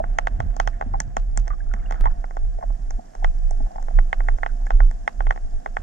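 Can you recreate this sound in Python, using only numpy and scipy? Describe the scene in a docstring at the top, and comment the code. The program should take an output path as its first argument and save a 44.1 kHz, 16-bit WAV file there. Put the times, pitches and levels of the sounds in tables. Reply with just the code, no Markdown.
"""A jig dragged over a rocky lake bottom

A camera follows in a waterproof case. The jig's head knocks on stones and shells, and each impulse
excites the damped modes of the case; there are soft scuffs, gravel rustles and small bubbles plink.
Water pushes on the moving case in surges, shedding vortices heard as a deep throb with eddies, over
thumps, a rush, a hiss and one thin, dry click. A faint ticking runs throughout, a little louder later."""
import sys
import numpy as np
from scipy import signal
from scipy.fft import rfft, irfft
from scipy.io import wavfile
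from scipy.ndimage import uniform_filter1d

SR = 44100
rng = np.random.default_rng(int(sys.argv[2]) if len(sys.argv) > 2 else 0)


def store_pcm(level_fs):
    """Save levels as 16-bit WAV."""
    pcm = np.round(np.clip(level_fs, -1, 1) * 32767).astype(np.int16)
    wavfile.write(sys.argv[1], SR, np.atleast_2d(pcm).T)


N = 256662

# surges of water against the case: start/s, length/s, level/dB, throb f/Hz
SURGES = [(.0, .15, -20, 30), (.21, .29, -17, 37), (.57, .12, -19, 33), (.84, .13, -17.5, 33),
          (1.15, .38, -17, 36), (1.60, .19, -18, 31), (1.84, .1, -21, 33), (1.98, .2, -11, 28),
          (2.35, .13, -16, 28), (2.5, .08, -20, 36), (2.62, .14, -20, 34), (2.8, .15, -18, 29),
          (3.18, .47, -14, 27), (3.77, .14, -18, 25), (3.91, .16, -9.5, 27), (4.14, .22, -14, 28),
          (4.47, .19, -18, 29), (4.69, .19, -8.5, 30), (5.16, .13, -11, 32), (5.41, .16, -17, 26)]
# slack water, when the push dies away: start/s, length/s
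LULLS = [(2.97, .17), (3.67, .06), (5.03, .08), (5.58, .05)]
# eddies along the case: t/s, level/dB
EDDY_LEVELS = [(0.0, -35), (0.19, -47), (0.33, -39), (0.43, -29), (0.54, -46), (1.09, -38), (1.14, -52),
               (1.29, -43), (1.4, -39), (1.58, -52), (1.68, -44), (1.92, -46), (2.16, -44), (2.28, -55),
               (2.82, -49), (2.89, -57), (3.93, -61), (4.0, -54), (4.64, -60), (4.91, -44), (5.04, -58),
               (5.28, -50), (5.39, -66), (5.76, -62)]
# background of the water: t/s, rush level/dB, hiss level/dB
WATER_LEVELS = [(0.0, -53, -72), (1.0, -54, -72), (1.25, -59, -72), (1.69, -58, -72), (1.93, -52, -71),
                (2.32, -58, -70), (3.55, -57, -67), (3.66, -55, -67), (5.72, -57, -68), (5.82, -56, -67)]
# spectra of eddies, rush, hiss and crumbling grit: f/Hz, relative spectral level/dB
EDDY_SPECTRUM = [(20, -8), (41, 8), (58, -2), (80, .5), (115, -3.5), (160, -13), (230, -18), (400, -33),
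                 (900, -70)]
RUSH_SPECTRUM = [(70, -12), (115, -2.5), (160, 1.5), (240, 2), (330, -7.5), (450, -9.5), (610, -4.5),
                 (705, 8), (790, -4), (950, -12), (1300, -18), (1700, -14.5), (2300, -28), (3500, -33),
                 (6000, -55)]
HISS_SPECTRUM = [(1500, -20), (3000, -8), (4200, -9), (5200, -2), (6200, 1), (7500, -1), (8700, -10),
                 (11500, -13), (13500, -25), (16000, -40)]
CRUMB_SPECTRUM = [(200, -14), (450, 1), (800, 3), (1000, -2), (1350, 1), (1750, -2), (2300, -14),
                  (2600, -8), (3000, -15), (4000, -19), (6500, -20), (9000, -34), (14000, -50)]
# likeness of the water noise at the two microphones: f/Hz, coherence (0 to 1)
COHERENCE = [(60, .6), (150, .4), (300, .35), (500, .65), (750, .8), (1500, .5), (3000, .35), (6000, .5),
             (12000, .2)]
# phase difference between them: f/Hz, left lead/rad
PHASE_LEAD = [(30, 0), (150, .2), (300, 1.0), (500, 1.9), (700, 2.5), (1100, 2.7), (1700, 0), (6000, 1.2)]
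# level difference between them: f/Hz, left minus right/dB
BALANCE = [(60, -3.5), (240, -3), (490, -4), (980, -2), (1960, -1), (7920, -1.5)]
# bubbles: t/s, f/Hz, level/dB
BUBBLES = [(.001, 655, -15), (.732, 1830, -43), (.862, 245, -35), (.938, 790, -13), (1.002, 1740, -31),
           (1.003, 870, -26), (1.505, 1190, -25), (1.533, 1200, -33), (1.604, 1650, -42),
           (1.714, 1420, -39), (1.859, 2800, -47), (1.959, 1420, -37), (2.012, 1290, -38),
           (2.058, 880, -12), (2.064, 1050, -17), (2.986, 235, -36), (3.604, 240, -31), (4.667, 1720, -35)]
# water knocking against the case: t/s, f/Hz, level/dB
THUMPS = [(.005, 210, -30), (.105, 120, -33), (.395, 110, -20), (.425, 150, -29), (.452, 85, -20),
          (.665, 100, -32), (.864, 90, -23), (1.003, 170, -29), (1.07, 125, -27), (1.168, 210, -31),
          (1.29, 80, -33), (1.374, 160, -28), (1.738, 200, -31), (1.91, 220, -34), (2.415, 110, -34),
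          (2.585, 450, -37), (2.70, 230, -37), (2.79, 130, -34), (5.30, 90, -38), (5.66, 430, -35),
          (5.79, 75, -25)]
# head on stone: t/s, level/dB, hardness near 1.9 kHz/dB, edge near 3 kHz/dB,
# shell-like tick near 7 kHz/dB, stone resonance f/Hz
KNOCKS = [(0.0397, -11, -1, -8, -26, 1500), (0.1861, 0, -1, 1, 7, 1450), (0.271, -4, 1, 0, 3, 1750),
          (0.4028, -5, -6, -2, -2, 1700), (0.5654, -12, -18, 0, 17, 1700), (0.5998, 2, -6, 1, 5, 2000),
          (0.6747, -3, -6, 3, 6, 1600), (0.8112, -4, -6, -8, -10, 1600), (0.8232, -8, -11, -5, -17, 1600),
          (1.0021, -14, 1, -1, 40, 1780), (1.1678, 0, -9, -6, 7, 1350), (1.3745, -12, -2, -8, 31, 1700),
          (1.473, -23, -4, 0, 6, 1500), (1.479, -20, -2, -2, 22, 1800), (1.504, -20, -2, 0, -4, 1200),
          (1.738, -18, 4, 1, 15, 2150), (1.9093, -8, -9, 0, 6, 1500), (1.923, -14, -3, 5, 10, 2100),
          (1.943, -21, -2, 5, 0, 1700), (2.04, -16, -3, 0, -12, 1500), (2.056, -6, -5, 2, -6, 1100),
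          (2.071, -18, -4, 9, -8, 1650), (2.2416, -14, -4, -6, -11, 1450), (2.3085, -21, -4, -3, -1, 2000),
          (2.3685, -8, -14, -3, -7, 1500), (2.907, -19, -5, -4, 22, 2150), (3.151, -19, -11, 0, 9, 1700),
          (3.2448, -1, -6, -1, 0, 2000), (3.509, -21, -15, -2, 29, 1600), (3.826, -25, -9, 0, 20, 1700),
          (3.8838, -11, -16, -4, -12, 1750), (3.9877, -7, 1, -4, -15, 1950), (4.1288, -4, 2, 4, -1, 2150),
          (4.2046, -12, -2, 0, -16, 2100), (4.2855, -6, 2, -5, -4, 2150), (4.385, -20, -6, 0, 1, 1500),
          (4.432, -6, 3, 0, -12, 2100), (4.462, -7, 1, 2, -11, 2250), (4.6669, -21, 0, 0, 16, 1720),
          (4.7053, -2, -7, -3, -8, 1400), (4.8035, -6, -1, -4, -22, 1500), (4.912, -23, -5, -2, 23, 1700),
          (5.0768, -2, 0, 3, -1, 2100), (5.2054, -5, -5, -3, -19, 1500), (5.2684, -12, -3, 4, -10, 2200),
          (5.3074, -3, 3, 0, -4, 1780), (5.3225, -21, -1, 0, -2, 1900), (5.3605, -19, -5, -2, -1, 1700),
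          (5.3755, -21, -2, -2, -2, 1800), (5.6602, -8, -2, -2, -8, 2050), (5.7683, -6, 2, 3, -7, 2250)]
# modes of the case: f/Hz, T60/s, level/dB, left minus right/dB, left lead/rad
CASE_MODES = [(526, 0.0012, 7.4, -13.1, -5.44), (677, 0.018, -7.1, 1.0, -3.45),
              (707, 0.0299, -13.7, -0.2, 2.33), (805, 0.0163, -4.8, -1.0, 2.25),
              (1051, 0.0253, -26.0, -2.4, 2.15), (1133, 0.022, -13.8, 1.4, -3.48),
              (1497, 0.0103, 5.9, -8.7, -2.84), (1499, 0.0081, 8.1, -11.2, 3.42),
              (1570, 0.0195, -17.8, -14.1, -3.45), (1943, 0.0152, -19.8, -14.6, 0.6),
              (2086, 0.0083, -10.0, -9.0, 0.21), (2355, 0.0098, -26.3, -6.8, -4.17),
              (2560, 0.0079, -19.9, 7.2, -0.87), (2909, 0.019, -41.9, -22.6, -7.6),
              (3133, 0.0051, -14.2, 4.2, 0.94), (3632, 0.0074, -29.1, 8.2, -7.88),
              (4188, 0.009, -39.8, 4.2, -7.16), (6010, 0.0025, -19.6, 9.7, 1.74),
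              (6854, 0.0023, -16.3, -8.5, 2.15), (9997, 0.0007, -24.3, -6.8, 2.13)]
# patches of loose gravel under the head: centre t/s, half-width/s, added level/dB
LOOSE_PATCHES = [(.45, .2, 4), (1.53, .04, 7), (1.94, .17, 7), (3.85, .12, 5)]
# soft, dull scuffs and the rough burst of the larger bubbles:
# t/s, level/dB, centre f/Hz, time constant/s
SCUFFS_AND_BURSTS = [(.727, -38, 1800, .010), (4.25, -39, 1500, .02), (4.6, -37, 800, .015),
                     (.9365, -17.5, 780, .0012), (.938, -39, 1900, .003), (.949, -28, 780, .002),
                     (1.507, -34, 1500, .008), (2.058, -23, 950, .006), (2.06, -33, 1600, .006),
                     (2.105, -38, 1080, .006), (2.585, -26, 530, .001), (2.607, -35, 720, .002),
                     (2.624, -22, 780, .001), (2.626, -36, 1400, .004), (2.635, -24, 620, .0015),
                     (2.70, -32, 680, .001), (2.989, -31, 650, .0015), (3.222, -28, 740, .002),
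                     (3.508, -26, 680, .0006), (3.599, -31, 680, .004), (3.657, -34, 800, .005),
                     (3.703, -35, 750, .006), (3.757, -27, 760, .001), (3.781, -26, 680, .0008),
                     (3.792, -36, 850, .003), (3.906, -31, 730, .001), (4.484, -35, 1500, .008)]

SIDES = np.array([[.5], [-.5]])   # shares a difference between left and right


def from_db(db):
    """Amplitude ratio of a level in decibels."""
    return 10 ** (np.asarray(db) / 20)


def unit_rms(x):
    """Normalisation to unit mean power."""
    return x / np.sqrt(np.mean(x ** 2) + 1e-20)


def in_time(rows):
    """Linear interpolation of each column of a time curve at every sample."""
    s, *columns = np.transpose(rows)
    return [np.interp(np.arange(N) / SR, s, c) for c in columns]


def at_hz(points, hz):
    """Interpolation of a spectrum on a logarithmic frequency axis."""
    f, value = np.transpose(points)
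    return np.interp(np.log(hz + 1e-3), np.log(f), value)


def add(out, sound, s):
    """Superposition of a sound on the stereo signal from time s."""
    start = max(round(s * SR), 0)
    out[:, start:start + sound.shape[1]] += sound[:, :N - start]


def bell(x, hz, q, gain_db):
    """A second-order resonance or antiresonance: a causal peak or dip."""
    a = from_db(gain_db / 2)
    section = signal.bilinear([1, a / q, 1], [1, 1 / (a * q), 1], .5 / np.tan(np.pi * hz / SR))
    return signal.lfilter(*section, x)


def wander(hz):
    """Low-passed noise: a slow fluctuation of unit rms for each microphone."""
    return unit_rms(signal.sosfilt(signal.butter(4, hz, fs=SR, output="sos"), rng.standard_normal((2, N))))


def gate(t, start, length, attack_s=.05, release_s=.05):
    """A raised-cosine envelope from 0 to 1 and back, for one surge or lull."""
    rise, fall = (t - start) / attack_s, 1 - (t - start - length) / release_s
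    return np.sin(np.pi / 2 * np.clip(np.minimum(rise, fall), 0, 1)) ** 2


def push(drift_db=-24, lull_db=-13):
    """Force of the water on the case in dB: surges add in power to a drift that slackens at times."""
    t = np.arange(N) / SR
    drift = from_db(drift_db + lull_db * sum(gate(t, s, length) for s, length in LULLS))
    surges = sum(from_db(db) * gate(t, s, length) for s, length, db, hz in SURGES)
    return 20 * np.log10(np.hypot(drift, surges))


def throb(push_db, level_db=-1.8, pan_db=-3.6, sway_db=1.5, stray_rad=.62, flutter_depth=.36):
    """Vortex shedding rocks the case at each surge's own rate; phase, balance and amplitude wander."""
    hz, = in_time([(s + length / 2, hz) for s, length, db, hz in SURGES])
    phase = 2 * np.pi * (np.cumsum(hz) / SR + rng.random()) + stray_rad * wander(hz=9)
    balance_db = (pan_db + sway_db * wander(hz=3)[0]) * SIDES
    flutter = 1 + flutter_depth * wander(hz=15)[0]
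    return from_db(push_db + level_db + balance_db) * flutter * np.sin(phase)


def water_noise(spectrum):
    """Partial coherence: each microphone gets shared noise and its own; their mean has unit rms."""
    hz = np.arange(N // 2 + 1) * SR / N
    shared, *own = rfft(rng.standard_normal((3, N)))
    coherence = np.clip(at_hz(COHERENCE, hz), 0, 1)
    coherent = np.sqrt(coherence) * shared * np.exp(1j * SIDES * at_hz(PHASE_LEAD, hz))
    diffuse = np.sqrt(1 - coherence) * np.array(own)
    x = irfft((coherent + diffuse) * from_db(at_hz(spectrum, hz) + SIDES * at_hz(BALANCE, hz)), N)
    return x / x.mean(0).std()


def flow(push_db, coupling=.3, settle_s=.5, lumpy_db=2.8):
    """Flow noise: low eddies swell with each surge, over a rush in the case's resonance and a hiss."""
    eddy_db, = in_time(EDDY_LEVELS)
    rush_db, hiss_db = in_time(WATER_LEVELS)
    swing_db = push_db - uniform_filter1d(push_db, int(settle_s * SR))
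    eddy_db = eddy_db + coupling * swing_db + lumpy_db * wander(hz=17)[0]
    eddies = from_db(eddy_db + 2.5) * water_noise(EDDY_SPECTRUM)
    rush = from_db(rush_db + 4.2) * water_noise(RUSH_SPECTRUM)
    hiss = from_db(hiss_db + .8) * water_noise(HISS_SPECTRUM)
    return eddies + rush + hiss


def rings(events, swell_s, rough, rise_per_s=0, jostle_hz=130, size=6000):
    """Damped oscillators (t/s, f/Hz, level/dB, T60/s), randomly jostled in amplitude and phase."""
    out, t = np.zeros((2, N)), np.arange(size) / SR
    smooth = signal.butter(2, jostle_hz, fs=SR)
    for s, hz, db, t60 in events:
        sway, slip = rough * unit_rms(signal.lfilter(*smooth, rng.standard_normal((2, size))))
        phase = 2 * np.pi * hz * t * (1 + rise_per_s * t) + slip + SIDES * at_hz(PHASE_LEAD, hz)
        envelope = from_db(db + SIDES * at_hz(BALANCE, hz) - 60 * t / t60) * (1 - np.exp(-t / swell_s))
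        add(out, envelope * (1 + sway) * np.sin(phase), s)
    return out


def bubbles(level_db=3, t60_at_1khz_s=.047, t60_exponent=-.28):
    """Bubbles freed by pebbles pulsate, rising slightly in pitch; larger, lower ones ring longer."""
    plinks = [(s, hz, db, t60_at_1khz_s * (hz / 1000) ** t60_exponent) for s, hz, db in BUBBLES]
    return from_db(level_db) * rings(plinks, swell_s=.001, rough=.27, rise_per_s=.1)


def thumps(level_db=2, t60_s=.07):
    """Water knocks against the case and sets off low, quickly damped oscillations."""
    return from_db(level_db) * rings([(s, hz, db, t60_s) for s, hz, db in THUMPS], swell_s=.004, rough=.25)


def grains(t, t60_s, swell_s):
    """A decaying spray of uneven micro-impacts, independent at each microphone, with unit energy."""
    impacts = rng.standard_normal((2, len(t))) * rng.exponential(1, len(t))
    spray = impacts * from_db(-60 * t / t60_s) * (1 - np.exp(-t / swell_s))
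    return spray / np.linalg.norm(spray)


def knocks(level_db=1.5, crush_db=-2, crush_t60_s=.009, scatter_db=-17, contact_hz=4000, size=6000):
    """Impact on stone: a force pulse and a brief crush of grains, then scattering from the bottom."""
    out, t = np.zeros((2, N)), np.arange(size) / SR
    # the blow carries the low part, the crushed grains the treble
    blow = signal.lfilter(*signal.butter(1, contact_hz, fs=SR), 1. * (t == 0))
    treble = signal.butter(2, contact_hz, "high", fs=SR)
    rough_rock = signal.butter(1, 1700, fs=SR)   # returns little treble
    for s, db, hard_db, edge_db, tick_db, stone_hz in KNOCKS:
        crush = rng.standard_normal(size) * from_db(-60 * t / crush_t60_s)
        crush = signal.lfilter(*treble, crush / np.linalg.norm(crush))
        scatter = signal.lfilter(*rough_rock, grains(t, t60_s=.04, swell_s=.003))
        pulse = blow + from_db(crush_db) * crush + from_db(scatter_db) * scatter
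        pulse = bell(pulse, hz=1900, q=1, gain_db=hard_db + 1.3)
        # light and soft touches are duller, brittle ones brighter
        dull_db = .45 * (min(db + 2, 0) + min(hard_db + 6, 0))
        pulse = bell(pulse, hz=3150, q=1.8, gain_db=edge_db + dull_db + .13 * tick_db)
        pulse = bell(pulse, hz=380, q=1.5, gain_db=-.5 * (db + 7))   # light ones are more of a thud
        # every stone adds a peak and a dip of its own
        pulse = bell(pulse, hz=stone_hz, q=6, gain_db=3.5)
        pulse = bell(pulse, hz=1900 * 2 ** (.6 * rng.uniform(-1, 1)), q=7, gain_db=-4.5)
        # brittle shell gives a broad, two-humped tick with a crisp top
        pulse = bell(pulse, hz=5800, q=1.6, gain_db=.4 * tick_db - 1)
        pulse = bell(pulse, hz=7600, q=1.15, gain_db=.69 * tick_db)
        pulse = bell(pulse, hz=12200, q=1.6, gain_db=.48 * tick_db - 1)
        add(out, from_db(db) * pulse, s)
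    return from_db(level_db) * out


def case(force, wall_band_hz=(500, 2500), size=2048):
    """Modal response of the case: each mode reaches each microphone with its own level and phase."""
    t = np.arange(size) / SR
    response = sum(from_db(db + SIDES * pan_db - 60 * t / t60) * np.sin(2 * np.pi * hz * t + SIDES * lead)
                   for hz, t60, db, pan_db, lead in CASE_MODES)
    wall = signal.butter(1, wall_band_hz, "band", fs=SR, output="sos")
    return signal.sosfilt(wall, signal.fftconvolve(force, response, axes=1)[:, :N])


def crumbs(level_db=1.7, t60_s=.12, grains_per_s=1800, size=8192):
    """Grit crumbles all around after each knock: a diffuse field, smoother in spectrum than the blow."""
    out, t = np.zeros((2, N)), np.arange(size) / SR
    magnitude = from_db(at_hz(CRUMB_SPECTRUM, np.arange(size // 2 + 1) * SR / size))
    # folding the cepstrum gives a causal filter of that magnitude
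    cepstrum = irfft(np.log(magnitude))
    cepstrum[1:] *= 2 * (np.arange(1, size) < size // 2)
    response = np.exp(rfft(cepstrum))
    for s, db, hard_db, _, tick_db, _ in KNOCKS:
        spray = grains(t, t60_s, swell_s=.002) * (rng.random(size) < grains_per_s / SR)
        spray = irfft(rfft(spray / np.linalg.norm(spray)) * response)
        spray = bell(spray, hz=1900, q=1, gain_db=.5 * hard_db)
        spray = bell(spray, hz=6800, q=1, gain_db=.7 * tick_db)
        add(out, from_db(db + level_db) * spray, s)
    return out


def ticking(ticks_per_s=21.218, phase_s=2.2088, t60_s=.012, hz=5200, q=4, drive_db=26):
    """Periodic bursts, probably the camera's electronics, drive a resonance; levels follow the hiss."""
    age = (np.arange(N) / SR - phase_s) % (1 / ticks_per_s)
    _, hiss_db = in_time(WATER_LEVELS)
    bursts = from_db(hiss_db + drive_db - 60 * age / t60_s) * rng.standard_normal((2, N))
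    resonance = signal.iirpeak(hz, q, fs=SR)
    return signal.lfilter(*resonance, signal.lfilter(*resonance, bursts))


def grit(level_db=-38, spread_db=3, bare_rock_per_s=15, crowding_exponent=1.7):
    """Grains touch the head as a Poisson process, harder and more often on loose gravel."""
    t = np.arange(N) / SR
    loose_db = sum(db * np.exp(-((t - s) / width) ** 2) for s, width, db in LOOSE_PATCHES)
    grain_db = level_db + loose_db + spread_db * np.minimum(rng.exponential(1, N), 3)
    impulses = from_db(grain_db) * rng.choice([-1, 1], N)
    touches = rng.random(N) < bare_rock_per_s * from_db(crowding_exponent * loose_db) / SR
    return bell(impulses * touches, hz=1900, q=1, gain_db=-11)


def scuffs_and_bursts(level_db=-1.5, q=2.1, size=4096):
    """Band-limited noise swells and fades: soft, dull scuffs and the rough burst of larger bubbles."""
    out, t = np.zeros((2, N)), np.arange(size) / SR
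    for s, db, hz, swell_s in SCUFFS_AND_BURSTS:
        noise = rng.standard_normal(size) * t * np.exp(-t / swell_s)
        band = signal.iirpeak(hz, q, fs=SR)
        burst = signal.lfilter(*band, signal.lfilter(*band, noise))
        add(out, from_db(db + level_db) * burst[None] / np.linalg.norm(burst), s)
    return out


def gravel(level_db=-49.5, spread_db=2.7, centre_hz=1300, spread_octaves=.33, t60_s=.019, count=190):
    """The head ploughs through pebbles, whose many short rings add incoherently to a rustle."""
    times = rng.triangular(1.58, 1.99, 2.17, count)   # start, thickest, end: t/s
    pebbles = [(s, centre_hz * 2 ** (spread_octaves * pitch), level_db + spread_db * strength, t60_s)
               for s, (pitch, strength) in zip(times, rng.standard_normal((count, 2)))]
    return rings(pebbles, swell_s=.0004, rough=.3)


def click(at_s=2.0103, level_db=-24, t60_s=.008, size=2048):
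    """One thin, dry click: a discontinuity in the signal has a broad spectrum and no pitch."""
    out, t = np.zeros((2, N)), np.arange(size) / SR
    add(out, from_db(level_db - 60 * t / t60_s)[None], at_s)
    return out


def scene():
    """Superposition of sounds heard through the case, the bottom, moving water, ticks and click."""
    push_db = push()
    water_thumps = thumps()
    through_case = case(knocks() + scuffs_and_bursts() + grit())
    bottom = crumbs() + bubbles() + gravel()
    return through_case + bottom + water_thumps + throb(push_db) + flow(push_db) + ticking() + click()


def record(dry, stopband_hz=16150):
    """Band limiting: a steep low-pass filter removes the highest treble."""
    return signal.sosfilt(signal.cheby2(12, 70, stopband_hz, fs=SR, output="sos"), dry)


dry = scene()
out = record(dry)
store_pcm(out)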